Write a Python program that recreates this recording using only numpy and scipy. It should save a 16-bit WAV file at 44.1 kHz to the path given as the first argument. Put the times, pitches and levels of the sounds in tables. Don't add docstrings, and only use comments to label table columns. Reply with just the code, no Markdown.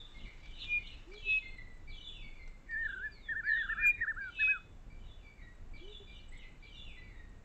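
import sys
import numpy as np
from scipy import signal
from scipy.fft import rfft, irfft
from scipy.io import wavfile
from scipy.ndimage import uniform_filter1d

SR = 44100
rng = np.random.default_rng(int(sys.argv[2]) if len(sys.argv) > 2 else 0)


def boost_factor(decibels):
    exponent = np.asarray(decibels, float) / 20
    return 10 ** exponent


def wrap_up_sound(samples):
    columns = np.atleast_2d(samples).T
    tamed = np.clip(columns, -1, 1)
    steps = np.round(tamed * 32767).astype(np.int16)
    wavfile.write(sys.argv[1], SR, steps)


N = 328104


def band(x, low_hz, high_hz, order=2):
    return signal.sosfilt(signal.butter(order, [low_hz, high_hz], "band", fs=SR, output="sos"), x)


def drift(rate):
    knots = rng.standard_normal(3000)
    return np.interp(np.arange(N) / SR * rate, np.arange(3000), knots) * 1.32


def tone(hz, gain, second_db):
    phase = 2 * np.pi * np.cumsum(hz) / SR
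    return np.sqrt(2) * gain * (np.sin(phase) + boost_factor(second_db) * np.sin(2 * phase))


def arches(rows, effort, fade_s, second_db, throat=((1, 0), (2, 0)), bend=2.7):
    hz = np.zeros(N)
    for s, length, start, middle, end in rows:
        i = round(s * SR)
        u = np.linspace(-1, 1, round(length * SR))
        tilt = (end - start) / 2 * u
        arch = ((start + end) / 2 - middle) * abs(u) ** bend
        hz[i:i + len(u)] = middle + tilt + arch
    sung = np.flatnonzero(hz)
    gain = (hz > 0) * boost_factor(np.interp(np.arange(N) / SR, *np.transpose(effort)))
    hz = uniform_filter1d(np.interp(np.arange(N), sung, hz[sung]), size=90)
    width = max(round(fade_s * SR), 3)
    gain = uniform_filter1d(uniform_filter1d(gain, width), width)
    throat_gain = boost_factor(np.interp(hz, *np.transpose(throat)))
    return tone(hz, gain * throat_gain, second_db)


def trunks(x, t60, wet_db, gap_s):
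    t = np.arange(SR) / SR
    tail = rng.standard_normal(SR) * boost_factor(-60 * t / t60) * np.clip(t / gap_s, 0, 1)
    tail /= np.sqrt(np.sum(tail ** 2))
    return boost_factor(wet_db) * signal.fftconvolve(x, tail)[:N]


def air():
    # (f/Hz, density/dB per Hz)
    air_colour = [(12, -32), (20, 8.5), (46, -4.5), (118, -16), (664, -31.5), (1120, -34.5), (2360, -39.5),
                  (3740, -46), (4700, -50), (5600, -51.5), (6400, -49), (7200, -48), (8100, -49),
                  (8800, -67.5)]
    hz = np.maximum(np.arange(N // 2 + 1) * SR / N, 1)
    corner_hz, corner_db = np.transpose(air_colour)
    colour = boost_factor(np.interp(np.log(hz), np.log(corner_hz), corner_db))
    noise = irfft(rfft(rng.standard_normal(N)) * colour, N)
    noise *= boost_factor(-50) / np.std(noise)
    rumble = band(noise, 21, 340, order=1)
    return noise + rumble * (boost_factor(2.1 * drift(rate=16)) - 1)


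def haze():
    # (t/s, level/dB)
    flares = [(0, -50.5), (.21, -50.5), (.48, -52.5), (.63, -39.5), (.87, -45.5), (1.18, -58), (1.3, -41),
              (1.96, -53.5), (2.09, -49.5), (2.9, -51), (3.17, -70), (3.27, -72.5), (3.52, -60.5),
              (3.58, -50), (4.27, -60), (4.4, -44), (5.08, -59), (5.8, -60.5), (5.93, -52), (6.15, -52.5),
              (6.38, -54.5), (6.67, -58), (6.8, -55)]
    rise_db_per_s, fade_db_per_s = 217.5, 131.5
    chirps = np.zeros(N + 3000)
    u = np.linspace(0, 1, 900)
    for when, pitch, spread, bend in rng.random((2000, 4)):
        i = int(when * N)
        hz = (2700 + 760 * (pitch + spread)) * (1 + 0.3 * (bend - 0.75) * u)
        chirps[i:i + len(u)] += tone(hz, np.sin(np.pi * u), second_db=-28.5)
    t = np.arange(N) / SR
    slopes = [db - np.maximum(rise_db_per_s * (s - t), fade_db_per_s * (t - s)) for s, db in flares]
    haze_gain = boost_factor(np.max(slopes, axis=0) - 9.5)
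    return haze_gain * trunks(chirps[:N], t60=0.21, wet_db=-2, gap_s=0.011)


def song_notes():
    # (t/s, length/s, f/Hz, fall/Hz, level/dB)
    closing = [(0, 0.23, 1195, 15, -77), (0, 0.014, 3795, 400, -48), (0.247, 0.031, 2473, 540, -54),
               (0.687, 0.028, 2960, 35, -57), (1.411, 0.099, 2122, 34, -52.5),
               (1.541, 0.075, 2079, 150, -56), (1.66, .13, 1995, 27, -68.5),
               (2.214, 0.056, 2340, 210, -55.5), (2.316, 0.099, 2460, 360, -64),
               (2.384, 0.057, 2118, 58, -59), (3.041, 0.042, 2405, 5, -66.5), (3.143, .053, 2370, 340, -65),
               (3.781, .084, 1977, 86, -59), (3.85, 0.13, 1892, 4.2, -62), (5.221, 0.066, 2420, 197, -61),
               (5.371, 0.035, 2390, 435, -63), (5.411, 0.038, 1932, 33, -58),
               (6.41, .039, 2817, 680, -63.5), (6.417, 0.034, 2167, 223, -58), (6.72, .08, 2866, 83, -60),
               (6.961, 0.048, 2030, 51, -58), (7.01, 0.053, 2345, 83, -64.5),
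               (7.076, 0.066, 2336, 600, -64), (7.137, 0.076, 1930, 91, -61.5)]
    # (t/s, length/s, end f/Hz, level/dB)
    falls = [(0.876, .07, 2344, -61), (1.345, 0.054, 2181, -57), (2.086, .13, 2370, -59.5),
             (2.944, .074, 2545, -73), (3.656, 0.086, 2116, -60), (5.15, .083, 2460, -76),
             (6.815, 0.13, 2060, -59)]
    # (t/s, opening level/dB, tumble level/dB, body level/dB, time stretch)
    sung = [(.423, -59.5, -65.5, -57.5, 0.88), (1.107, -56, -52.5, -54, 0.96),
            (1.866, -56, -54, -52.5, 0.98), (2.697, -60, -82, -66.5, .99), (3.425, -59, -67, -59, 0.92),
            (4.201, -56, -68, -56.5, 1.06), (4.891, -65, -82, -68.5, 1.09), (5.726, -58, -60, -57.5, 1.06),
            (6.617, -57, -63.5, -57.5, 0.82)]
    # (t after its start/s, length/s, start f/Hz, end f/Hz, level in its part/dB)
    opening = [(.008, 0.017, 2285, 2373, 5)]
    tumble = [(.026, .037, 4516, 3450, -9), (.056, .032, 3423, 3285, -0.5)]
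    body = [(.085, .065, 3120, 2910, -2.5), (.143, 0.031, 3630, 4005, -4), (.172, .068, 3600, 3380, 3)]
    # (t/s, opening start f/Hz, opening end f/Hz, opening level/dB, level of the rest/dB)
    sung_short = [(.141, 2167, 2100, -58.5, -64), (.785, 2060, 2360, -55, -58),
                  (6.07, 2410, 2310, -55.5, -60), (6.316, 1884, 2290, -56.5, -64)]
    # (t after its start/s, length/s, start f/Hz, end f/Hz, level/dB)
    short_phrase = [
        (.035, 0.04, 4040, 3520, -15.5),
        (.062, .05, 3135, 2786, -0.5),
    ]

    notes = [(s, length, hz, hz - fall, db) for s, length, hz, fall, db in closing]
    notes += [(s, length, 3230, hz, db) for s, length, hz, db in falls]
    for s, *parts_db, stretch in sung:
        for part, part_db in zip((opening, tumble, body), parts_db):
            notes += [(s + stretch * at, length, a, b, db + part_db) for at, length, a, b, db in part]
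    for s, start, end, first_db, rest_db in sung_short:
        notes.append((s, 0.03, start, end, first_db))
        notes += [(s + at, length, a, b, db + rest_db) for at, length, a, b, db in short_phrase]
    return [(*note, boost_factor(db)) for *note, db in notes]


def far_song():
    song = np.zeros(N)
    quaver = 1 + 0.005 * drift(rate=250)
    for s, length, start, end, gain in song_notes():
        i = round(s * SR)
        u = np.linspace(0, 1, round(length * SR))
        edge = np.clip(4 * np.minimum(u, 1 - u), 0, 1)
        hz = (start + (end - start) * u) * quaver[i:i + len(u)]
        octave_db = np.interp(hz, [2000, 4000], [-14, -28]) - abs(end - start) / 110
        song[i:i + len(u)] += tone(hz, edge * gain, second_db=octave_db)
    near_trunks = trunks(song, t60=0.4, wet_db=1.5, gap_s=0.0077)
    far_trunks = trunks(song, t60=0.68, wet_db=-6, gap_s=0.13)
    return boost_factor(-4) * song + near_trunks + far_trunks


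def cricket():
    # (first group t/s, group period/s, group length/s, pulse rate/Hz)
    strokes = (.07, .2003, .115, 34)
    first, period, length, rate = strokes
    group, t = np.divmod(np.arange(N) / SR - first + period, period)
    strength = boost_factor(-87 + 4.2 * rng.standard_normal(60))[group.astype(int)]
    pulses = np.sin(np.pi * rate * t) ** 2 * (t < length) * boost_factor(3.3 * drift(rate=99))
    return 12 * strength * pulses * band(rng.standard_normal(N), 7650, 8350)


def leaves():
    # (t/s, bright peak level/dB, dull part relative level/dB)
    ticks = [
        (0.458, -70, 8),
        (0.642, -61, 2.5),
        (.779, -74, 6),
        (1.136, -75.5, 18),
        (2.477, -59, -4),
        (2.71, -67.5, 2),
        (6.348, -86, 14),
    ]
    # (t/s, level/dB)
    rustle = [(0, -94), (.5, -91.5), (1.199, -93.5), (1.6, -104), (2.499, -103), (2.997, -108),
              (7.44, -106)]
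    bright, dull = np.zeros((2, N))
    for s, db, dull_db in ticks:
        i = round(s * SR)
        bright[i] = boost_factor(db)
        dull[i] = boost_factor(db + dull_db)
    sizes_db = np.interp(np.arange(N) / SR, *np.transpose(rustle))
    sizes_db += 3.3 * np.minimum(rng.exponential(1, N), 3.5)
    patter = (rng.random(N) < 1200 / SR) * boost_factor(sizes_db)
    fade = np.exp(-1 / (0.005 * SR))
    noise = rng.standard_normal((2, N))
    bright_decay = signal.lfilter([1], [1, -fade], bright + 0.85 * patter)
    dull_decay = signal.lfilter([1], [1, -fade], dull + patter)
    crackle = band(noise[0] * bright_decay, 3500, 8000)
    return crackle + 4 * band(noise[1] * dull_decay, 730, 3500)


def piper():
    # (full voice t/s, hold/s, f/Hz, slide down from above/Hz, level/dB)
    piping = [
        (.736, 0.044, 2426, 1, -31.5),
        (1.309, 0.073, 2560, 125, -29.5),
        (3.867, 0.039, 2416, 1, -24.5),
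        (4.434, 0.085, 2530, 150, -28),
    ]
    # (delay t/s, level/dB)
    echo_taps = [
        (.045, -20.5),
        (0.129, -34.5),
        (.19, -47),
    ]
    swell_s, swell_db, swell_bend = 0.09, -35.5, 1.49
    release_s, release_db, slide_s = 0.025, -29.5, 0.045
    tire_db_per_s = 11.5
    piped = np.zeros(N)
    for s, hold, hz, slide, db in piping:
        t = np.arange(N) / SR - s
        before = np.maximum(-t / swell_s, 0)
        after = np.maximum((t - hold) / release_s, 0)
        note_db = db + swell_db * before ** swell_bend + release_db * after ** 1.1
        note_db -= tire_db_per_s * np.maximum(t, 0)
        glide = hz + slide * np.exp(-np.maximum(t + swell_s, 0) / slide_s)
        piped += tone(glide, boost_factor(note_db), second_db=-45.5)
    echoes = sum(boost_factor(db) * np.roll(piped, round(delay * SR)) for delay, db in echo_taps)
    echoes = echoes * boost_factor(4.3 * drift(rate=40))
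    return piped + echoes + trunks(piped, t60=0.34, wet_db=-29.5, gap_s=0.07)


def dove():
    # (t/s, level/dB)
    calls = [
        (1.071, -56.5),
        (2.93, -68),
        (5.812, -56.5),
    ]
    # (t after its start/s, length/s, start f/Hz, middle f/Hz, end f/Hz)
    coo_shape = [
        (0, .115, 312, 398.3, 418),
        (0.188, 0.034, 399, 400, 380),
    ]
    voice = np.zeros(N)
    for s, db in calls:
        rows = [(s + at, *arch) for at, *arch in coo_shape]
        voice += arches(rows, [(s, db)], fade_s=0.009, second_db=-28)
    return voice + trunks(voice, t60=0.16, wet_db=-5.5, gap_s=0.014)


def duet():
    # (t/s, length/s, start f/Hz, middle f/Hz, end f/Hz)
    first_bird = [(2.690, .045, 1829, 1852, 1855), (2.720, 0.032, 1806, 1786, 1762),
                  (2.754, 0.088, 1676, 1828, 1751), (2.848, .03, 1692, 1758, 1451),
                  (2.993, 0.033, 1414, 1524, 1600), (3.023, 0.06, 1552, 1735, 1599),
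                  (3.490, 0.052, 1895, 1800, 1839), (3.552, .078, 1754, 1852, 1609),
                  (3.630, 0.041, 1410, 1600, 1171), (3.782, 0.029, 1208, 1437, 1415),
                  (3.812, 0.051, 1390, 1640, 1298)]
    second_bird = [(3.290, 0.053, 1763, 1790, 1448), (3.348, 0.066, 1406, 1808, 1480),
                   (3.432, .060, 1367, 1660, 1733), (3.492, 0.088, 1722, 1740, 1773),
                   (3.542, .039, 1725, 1687, 1437), (3.682, .062, 1319, 1802, 1432),
                   (3.768, .040, 1466, 1733, 1826), (3.808, 0.079, 1805, 1741, 1513),
                   (4.010, .045, 1790, 1798, 1262), (4.064, 0.061, 1235, 1805, 1248),
                   (4.162, 0.0342, 1260, 1490, 1680), (4.202, 0.1, 1617, 1539, 1374),
                   (4.392, 0.045, 1510, 1750, 1322), (4.474, 0.029, 1350, 1575, 1690),
                   (4.508, .079, 1693, 1490, 1200)]
    # (t/s, first crest f/Hz, valley f/Hz)
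    trill_starts = [
        (2.886, 1641, 1390),
        (3.675, 1445, 1171),
    ]
    # (t/s, level/dB)
    first_effort = [(2.69, -46.5), (2.74, -37), (2.86, -34.5), (2.94, -35.5), (2.98, -35), (3.06, -39.5),
                    (3.5, -31.5), (3.68, -35.5), (3.82, -35)]
    second_effort = [(3.3, -34), (3.4, -37.5), (3.535, -32), (3.56, -38.5), (3.701, -34), (3.86, -38.5),
                     (4.02, -32), (4.25, -36), (4.41, -37.5), (4.5, -34)]
    # (f/Hz, level/dB)
    duet_throat = [(1100, -34.5), (1350, -10.5), (1550, -7), (1670, -4), (1745, 1.7), (1830, -2.15),
                   (2000, 8.5)]
    # (t/s, peak level/dB)
    rasps = [
        (2.683, -58),
        (3.288, -52.5),
        (3.478, -44.5),
        (3.995, -42.5),
    ]

    beat_s, arch_s, sag_hz = 0.0375, 0.029, 51.6
    trills = [(s + k * beat_s, arch_s, valley, crest - k * sag_hz, valley)
              for s, crest, valley in trill_starts for k in range(3)]
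    voices = arches(first_bird + trills, first_effort, 0.008, -45, duet_throat)
    voices = voices + arches(second_bird, second_effort, 0.0083, -47, duet_throat)
    t = np.arange(N) / SR
    puffs = sum(boost_factor(db) * np.exp(-((t - s) / 0.024) ** 2) for s, db in rasps)
    voices = voices + 2.9 * puffs * band(rng.standard_normal(N), 1750, 2310, order=4)
    echo = boost_factor(-19) * np.roll(voices, round(0.029 * SR))
    return voices + echo + trunks(voices, t60=0.3, wet_db=-21.5, gap_s=0.049)


def sweeper():
    # (t/s, length/s, start f/Hz, middle f/Hz, end f/Hz)
    sweeps = [
        (3.118, .19, 4800, 3870, 3233),
        (3.465, .05, 4812, 4266, 4050),
        (3.515, .114, 4040, 3620, 3284),
    ]
    # (t/s, level/dB)
    sweep_effort = [(3.15, -62), (3.205, -78.5), (3.26, -58), (3.49, -62), (3.535, -57.5), (3.6, -52)]
    voice = arches(sweeps, sweep_effort, fade_s=0.012, second_db=-40.5, bend=2.4)
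    return voice + trunks(voice, t60=0.36, wet_db=-7, gap_s=0.01)


def scene():
    birds = haze() + far_song() + piper() + dove() + duet() + sweeper()
    return (air() + cricket() + leaves() + birds)[None]


def low_pass(x):
    return signal.sosfilt(signal.butter(12, 15700, fs=SR, output="sos"), x)


def record(dry):
    x = signal.lfilter(*signal.iirnotch(3200, 22, fs=SR), dry)
    x = signal.sosfilt(signal.cheby2(10, 45, 9000, fs=SR, output="sos"), x)
    whistle = band(x, 2150, 2750)
    overload = 0.075
    clipped_off = np.clip(whistle, -1.012 * overload, overload) - whistle
    x = x + boost_factor(3) * band(clipped_off, 5000, 15500)
    x = x + boost_factor(-90) * band(rng.standard_normal(x.shape), 6100, 16000)
    return low_pass(x)


dry = scene()
out = record(dry)
wrap_up_sound(out)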